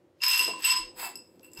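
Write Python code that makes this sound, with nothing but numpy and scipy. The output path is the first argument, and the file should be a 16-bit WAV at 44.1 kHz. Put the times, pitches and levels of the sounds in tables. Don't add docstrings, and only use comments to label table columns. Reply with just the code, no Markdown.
import sys
import numpy as np
from scipy import signal
from scipy.fft import rfft, irfft
from scipy.io import wavfile
from scipy.ndimage import uniform_filter1d

SR = 44100
rng = np.random.default_rng(int(sys.argv[2]) if len(sys.argv) > 2 else 0)


def undo_db(level):
    steps = np.asarray(level, float) / 20
    return 10 ** steps


def output_pcm(signal):
    pcm = np.clip(np.atleast_2d(signal).T, -1, 1) * 32767
    wavfile.write(sys.argv[1], SR, np.round(pcm).astype(np.int16))


N = 70560


def level(x, db):
    return x * undo_db(db) / np.sqrt(np.mean(x ** 2))


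def curve(rows, column=1):
    rows = np.array(rows)
    return undo_db(np.interp(np.arange(N) / SR, rows[:, 0], rows[:, column], left=-150))


def colour(x, points):
    points = np.array(points)
    f = np.arange(len(x) // 2 + 1) * SR / len(x) + 1e-3
    db = np.interp(np.log(f), np.log(points[:, 0]), points[:, 1])
    db = db - 18 * np.maximum(np.log2(points[0, 0] / f), 0)
    return irfft(rfft(x) * undo_db(db), len(x))


def ring(x, hz, t60):
    r = np.exp(-np.log(1000) / (t60 * SR))
    pole = r * np.exp(2j * np.pi * hz / SR)
    return np.sqrt(1 - r * r) * signal.lfilter([1], [1, -pole], x).imag


def walk(rate):
    k = int(SR / rate)
    steps = np.repeat(rng.standard_normal(N // k + 1), k)
    return level(uniform_filter1d(uniform_filter1d(steps, k), k)[:N], 0)


def add(out, at_s, x):
    i = int(at_s * SR)
    out[i:i + len(x)] += x[:max(N - i, 0)]


# frequency in Hz, density in dB per Hz.
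FLOOR = [(15, -75), (25, -55.5), (94, -6), (290, -20), (323, -5.5), (434, -16), (584, -7), (668, -20),
         (15600, -48)]


def room_hum():
    return level(colour(rng.standard_normal(N), FLOOR), -66.5)


# time in seconds, level in dB.
HANDS = [(0, -64), (.37, -74), (.4, -49.5), (.47, -45), (.6, -46.5), (.645, -64), (.8, -48.5), (.93, -53),
         (1.0, -51.5), (1.13, -51.5), (1.3, -52.5), (1.5, -54.5), (1.53, -55)]
# frequency in Hz, width in Hz, level in dB.
HANDS_COLOUR = [(350, 70, 0), (250, 120, -8), (505, 45, -9), (800, 600, -11)]


def hand_rustle():
    rustle = np.zeros(N)
    for hz, width_hz, db in HANDS_COLOUR:
        flicker_db = 3 * walk(25)
        t60 = 1.6 / width_hz
        band = ring(ring(rng.standard_normal(N), hz, t60), hz, t60)
        rustle += undo_db(db + flicker_db) * level(band, 0)
    rustle = signal.sosfilt(signal.butter(2, 140, "high", fs=SR, output="sos"), rustle)
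    return level(rustle, -4) * curve(HANDS)


SLIDE_RING, SLIDE_GRAINS_PER_S, SLIDE_GRAIN_DB = 0.13, 3500, 3


def grains():
    chance, spread = rng.random((2, N))
    size = undo_db(np.minimum(-SLIDE_GRAIN_DB * np.log(spread), 9))
    slips = (chance < SLIDE_GRAINS_PER_S / SR) * size
    return level((slips + 0.5) * rng.standard_normal(N), 0)


# frequency in Hz, level in dB, decay t60 in seconds.
TUBE = [(1017, -16.5, 0.48), (2715, -11.5, 0.55), (5089, 2, 0.18), (7946, -7.5, 0.36), (11670, -12.5, 0.17),
        (11000, -23, .2), (11080, -7, 0.15), (12100, -4, 0.11), (12650, -15.5, 0.19), (13700, -16, .08),
        (13700, -20, 0.068), (14300, -18.5, .05)]
TUNINGS = [.9905, .9955, 1.0, 1.0095, 1.0145, 1.033]
# time in seconds, level in dB, hardness in dB.
RATTLE = [(.135, -96.5, -15), (.2, -75, 4.5), (.222, -44, -2), (.237, -27.5, 1.5), (.252, -38.5, 5.5),
          (.33, -32.5, -0.5), (.366, -36.5, 1.5), (.38, -34.5, 3.5), (.44, -38.5, -2), (.55, -56.5, -20.5),
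          (.6, -57, -10), (.65, -34, -5.5), (.73, -33.5, -18), (.86, -62.5, -16), (.94, -94, -22),
          (.97, -99, -21.5)]
# frequency in Hz, density in dB per Hz.
RATTLE_COLOUR = [(900, -11.5), (1300, -10), (3000, -2), (4200, -7.5), (6200, -6), (9600, -27.5),
                 (12200, -32.5), (15600, -14.5)]
RATTLE_TOP_HZ, RATTLE_TOP_DB, RATTLE_TONE_DB = 8600, -7, -12.5
SKIRT_UP, SKIRT_T60_S, SKIRT_DB = 0.069, 0.042, -11


def rattle():
    rub, effort = grains(), curve(RATTLE)
    hard = effort * curve(RATTLE, column=2)
    hiss = level(colour(rub, RATTLE_COLOUR), 0)
    low = signal.sosfiltfilt(signal.butter(4, RATTLE_TOP_HZ, fs=SR, output="sos"), hiss)
    tone, skirt = np.zeros(N), np.zeros(N)
    for hz, db, t60 in TUBE:
        push = rub * (effort if hz < RATTLE_TOP_HZ else hard)
        for tuning in TUNINGS[1::2]:
            tone += undo_db(db) * ring(push, hz * tuning, SLIDE_RING * t60)
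    for hz, db, _ in TUBE[1:4]:
        skirt += undo_db(db) * ring(rub * effort, hz * (1 + SKIRT_UP), SKIRT_T60_S)
    noise = low * effort + undo_db(RATTLE_TOP_DB) * (hiss - low) * hard
    return noise + undo_db(RATTLE_TONE_DB) * tone + undo_db(SKIRT_DB) * skirt


# frequency in Hz, density in dB per Hz.
TICK_COLOUR = [(1000, -5), (2500, -17), (6500, 3), (9500, -1.5), (12500, -19.5), (15800, -14)]
TICK_S = .001
SPLIT = .0015
MODE_SCATTER_DB, KNOCK_DB = 5.5, -11.5


def knocks(rows, share, tick_db, rise_s, tubes_db, wall_db):
    out, ticks, t = np.zeros(N), np.zeros(N), np.arange(SR // 3) / SR
    hz, db, t60 = np.array(TUBE).T[:, :, None]
    tuning, part_db = np.array([TUNINGS, tubes_db])[:, :, None, None]
    decay = undo_db(-60 * t / (share * t60))
    rise = 1 - np.exp(-t / rise_s)
    for s, peak_db, low_db, second_db, high_db in rows:
        detune, scatter = rng.standard_normal((2, len(TUNINGS), len(TUBE), 1))
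        wall_modes = [high_db + wall_db] * (len(TUBE) - 5)
        tilt = np.array([low_db, second_db, 0, high_db, high_db] + wall_modes)[:, None]
        gain = undo_db(peak_db + KNOCK_DB + db + tilt + part_db + MODE_SCATTER_DB * scatter)
        waves = gain * np.sin(2 * np.pi * hz * (tuning + SPLIT * detune) * t)
        modes = waves.sum(axis=0) * decay
        add(out, s, modes.sum(axis=0) * rise)
        tick = rng.standard_normal(SR // 50)
        add(ticks, s, undo_db(peak_db + tick_db) * tick * np.exp(-t[:len(tick)] / TICK_S))
    bright = colour(ticks, TICK_COLOUR)
    return out + bright * np.std(ticks) / np.std(bright)


# start in seconds, level in dB, then in dB the lowest mode,
# the second mode, and the fourth and higher modes.
FIRST = [(.2039, -55, 10, 23, -15), (.2133, -43.5, 4, 18.5, -17), (.2188, -24.5, -2.5, 4, -24),
         (.2354, -13, -11, 4, -6), (.2643, -16.5, -4.5, -8, -21), (.2804, -25, -28.5, 12, 10),
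         (.2952, -22.5, -22.5, 11.5, -17), (.3024, -18, -24.5, -13, -0.5), (.3114, -13.5, -7.5, 8, -0.5),
         (.3361, -17.5, -3, 8, 0.5), (.3584, -20.5, 3, -17.5, -16), (.3754, -16, -9, 4, 4),
         (.3924, -15, -9.5, 10.5, 3), (.4094, -19, 3, 5.5, -1.5), (.4264, -24, -26, -8.5, 2),
         (.4434, -20, -5.5, 6, -2), (.4784, -25.5, 11, 4, 0), (.535, -41.5, 24, -13, -15.5)]
FIRST_TUBES_DB = [-19, -4.5, -2.5, -2, -8, -8.5]


def first_cluster():
    return knocks(FIRST, share=0.65, tick_db=-13, rise_s=0.0012, tubes_db=FIRST_TUBES_DB, wall_db=-7.5)


# start in seconds, level in dB, frequency in Hz, width in Hz.
SNAPS = [(.2188, -31, 6990, 7970), (0.376, -21, 7600, 7910), (0.393, -11, 7540, 7900),
         (.332, -32, 14270, 3040), (0.361, -19, 13000, 4970), (.6123, -40, 8200, 9100),
         (0.2355, -23, 7050, 8970), (0.263, -28, 13000, 4930), (.282, -15.5, 13720, 4000),
         (0.299, -20, 13960, 2974), (0.317, -24, 13870, 2930), (0.631, -26, 11000, 8960),
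         (0.6473, -27, 13700, 5000), (0.662, -26, 14000, 4170), (0.6799, -35, 14000, 4020),
         (1.395, -45, 6100, 3940), (1.411, -62, 5530, 4000), (1.5347, -49, 8700, 4000),
         (1.55, -56, 8500, 4000)]
# frequency in Hz, level in dB.
SNAP_BODY = [(1500, 0), (16000, 0)]
SNAP_S = .0012


def snaps():
    out, t = np.zeros(N), np.arange(SR // 100) / SR
    for s, db, hz, width_hz in SNAPS:
        click = rng.standard_normal(len(t)) * np.exp(-t / SNAP_S)
        t60 = 3 / width_hz
        add(out, s, undo_db(db) * ring(ring(click, hz, t60), hz, t60))
    return colour(out, SNAP_BODY)


# start in seconds, level in dB, frequency in Hz, band ratio, t60 in seconds.
BUMPS = [
    (.4, -42.5, 400, 1.36, 0.81),
    (.478, -32.5, 488, 1.59, 0.18),
    (1.028, -35.5, 850, 1.25, 0.28),
    (1.586, -44.5, 105, 1.17, 0.12),
]


def bumps():
    out, t = np.zeros(N), np.arange(SR // 4) / SR
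    for s, db, hz, ratio, t60 in BUMPS:
        ratio = max(ratio, 1.05)
        band = signal.butter(2, [hz / ratio, hz * ratio], "band", fs=SR, output="sos")
        burst = np.exp(-np.log(1000) * t / t60) * rng.standard_normal(len(t))
        add(out, s, level(signal.sosfilt(band, burst), db - 15))
    return out


# time in seconds, level in dB.
SLIDE = [(.575, -99), (.592, -54), (.612, -52.5), (.63, -99), (.93, -99), (.965, -57), (1.0, -42.5),
         (1.045, -40.5), (1.1, -54), (1.15, -100.5), (1.2, -81.5), (1.42, -78.5), (1.445, -64.5),
         (1.5, -78), (1.56, -67.5), (1.575, -55.5), (1.6, -53.5)]
# frequency in Hz, density in dB per Hz.
SLIDE_COLOUR = [(700, 16), (1200, 7.5), (3000, 1.5), (6500, -13.5), (9700, -11.5), (12000, -11.5),
                (14000, -10.5), (15600, -26)]
SLIDE_MODES_DB = [-3, -4.5, -2, 4.5, -8.5, -7, -13, -4.5, -8, -6, -10, -11]
SLIDE_TONE_DB = -8


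def slide():
    rub, effort = grains(), curve(SLIDE)
    tone = np.zeros(N)
    for (hz, _, t60), db in zip(TUBE, SLIDE_MODES_DB):
        for detune in (-.014, .001, .012):
            tone += undo_db(db) * ring(rub * effort, hz * (1 + detune), SLIDE_RING * t60)
    return level(colour(rub, SLIDE_COLOUR), 0) * effort + undo_db(SLIDE_TONE_DB) * tone


# start in seconds, level in dB, then in dB the lowest mode,
# the second mode, and the fourth and higher modes.
SECOND = [(.6214, -25.5, -35, 10, 7.5), (.6414, -13.5, -3, 6, -4.5), (.6464, -14, -20, 11, 9),
          (.6636, -17, -18, -23, 8.5), (.6724, -17.5, 9.5, -19, -14.5), (.6879, -17.5, 0.5, 11, 3.5),
          (.6965, -15.5, -27, 2, -18), (.7032, -10, -17, -12, -1.5), (.713, -24.5, 18.5, -21, 11),
          (.733, -16.5, -2.5, -11, -15), (.7634, -20, 10.5, 5.5, 2.5)]
SECOND_TUBES_DB = [-6.5, -10.5, 3, -1.5, -8.5, -6.5]


def second_cluster():
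    return knocks(SECOND, share=0.36, tick_db=-22, rise_s=.004, tubes_db=SECOND_TUBES_DB, wall_db=-13.5)


# start in seconds, length in seconds, level in dB, frequency in Hz.
PUFFS = [
    (.765, .16, -58, 33),
    (.82, .09, -62, 503),
    (.92, .22, -72, 34),
    (.94, .11, -61, 507),
    (1.565, .1, -63, 40),
]


def puffs():
    out, t = np.zeros(N), np.arange(SR // 4) / SR
    for s, length, db, hz in PUFFS:
        u = np.clip(t / length, 0, 1) ** .75
        swell = np.sin(np.pi * u) ** 2
        add(out, s, undo_db(db + 6) * swell * np.sin(2 * np.pi * hz * t))
    return out


# start in seconds, level in dB, then in dB the lowest mode,
# the second mode, and the fourth and higher modes.
HELD = [(1.1555, -27, -47, -7, -8.5), (1.516, -60, -21, -22, -5), (1.5335, -46, -32, -21, -16),
        (1.55, -67, -20, -26, -6), (1.5735, -39, -14, 11.5, -16), (1.5915, -37, -20, 1, -13)]
HELD_TUBES_DB = [-20.5, 0, -1.5, -9, -12.5, -14.5]


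def held_ticks():
    return knocks(HELD, share=0.24, tick_db=-21.5, rise_s=0.00069, tubes_db=HELD_TUBES_DB, wall_db=10)


# start in seconds, level in dB, then in dB the lowest mode,
# the second mode, and the fourth and higher modes.
TOUCHES = [(1.43, -62, -30.5, 35, 29.5), (1.4445, -53, -19.5, 31.5, 12), (1.4635, -61.5, 1, 15, 25),
           (1.56, -56, -19, 30, -14)]


def soft_touches():
    return knocks(TOUCHES, share=.19, tick_db=-10, rise_s=.006, tubes_db=HELD_TUBES_DB, wall_db=3.9)


# frequency in Hz, level in dB, t60 in seconds.
CLINK_MODES = [(3610, -15.5, 0.13), (5990, -7, .12), (7430, -5.5, 0.077), (8000, -1.5, 0.047),
               (11600, -10.5, 0.052), (13000, -21, 0.089), (13900, -20.5, .07), (14900, -19, 0.073)]
# start in seconds, level in dB, two lowest modes in dB.
CLINKS = [(1.517, -60, -15), (1.5332, -48, -25), (1.55, -54.5, -18), (1.573, -55.5, 1), (1.588, -56.5, 4)]


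def clinks():
    out, t = np.zeros(N), np.arange(SR // 4) / SR
    hz, db, t60 = np.array(CLINK_MODES).T[:, :, None]
    lowest = (np.arange(len(hz)) < 2)[:, None]
    for s, peak_db, low_db in CLINKS:
        f = hz * (1 + 0.0067 * rng.standard_normal((2, len(CLINK_MODES), 1)))
        gain = undo_db(peak_db + db + low_db * lowest - 60 * t / t60)
        add(out, s, (gain * np.sin(2 * np.pi * f * t)).sum(axis=(0, 1)))
    return out


REPEAT_S, REPEAT_DB = .0169, -9


def repeats(x):
    lag, out = int(REPEAT_S * SR), x
    for k in (1, 2):
        out = out + undo_db(k * REPEAT_DB) * np.pad(x, (k * lag, 0))[:N]
    return out


ROOM_T60_S, ROOM_TOP_T60_S, ROOM_DB = 0.31, 0.15, -9.5


def room(x):
    t = np.arange(SR // 2) / SR
    noise = rng.standard_normal(len(t))
    low = signal.sosfilt(signal.butter(2, 8500, fs=SR, output="sos"), noise)
    tail = low * undo_db(-60 * t / ROOM_T60_S) + (noise - low) * undo_db(-60 * t / ROOM_TOP_T60_S)
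    tail = tail * (1 - np.exp(-t / 0.014))
    tail = tail / np.sqrt(np.sum(tail ** 2))
    return x + undo_db(ROOM_DB) * signal.fftconvolve(x, tail)[:N]


METAL_LOW_HZ = 918


def scene():
    knocking = first_cluster() + second_cluster() + held_ticks() + soft_touches() + clinks()
    metal = knocking + slide() + rattle()
    metal = signal.sosfilt(signal.butter(4, METAL_LOW_HZ, "high", fs=SR, output="sos"), metal)
    hum = room_hum()
    tubes_in_room = room(repeats(metal) + snaps())
    hands = hand_rustle() + bumps() + puffs()
    return (tubes_in_room + hands + hum)[None]


def band_limit(x):
    return signal.sosfilt(signal.butter(12, 15850, fs=SR, output="sos"), x)


def record(dry):
    mix = signal.sosfilt(signal.ellip(8, .2, 60, 15750, fs=SR, output="sos"), dry)
    return band_limit(mix)


dry = scene()
out = record(dry)
output_pcm(out)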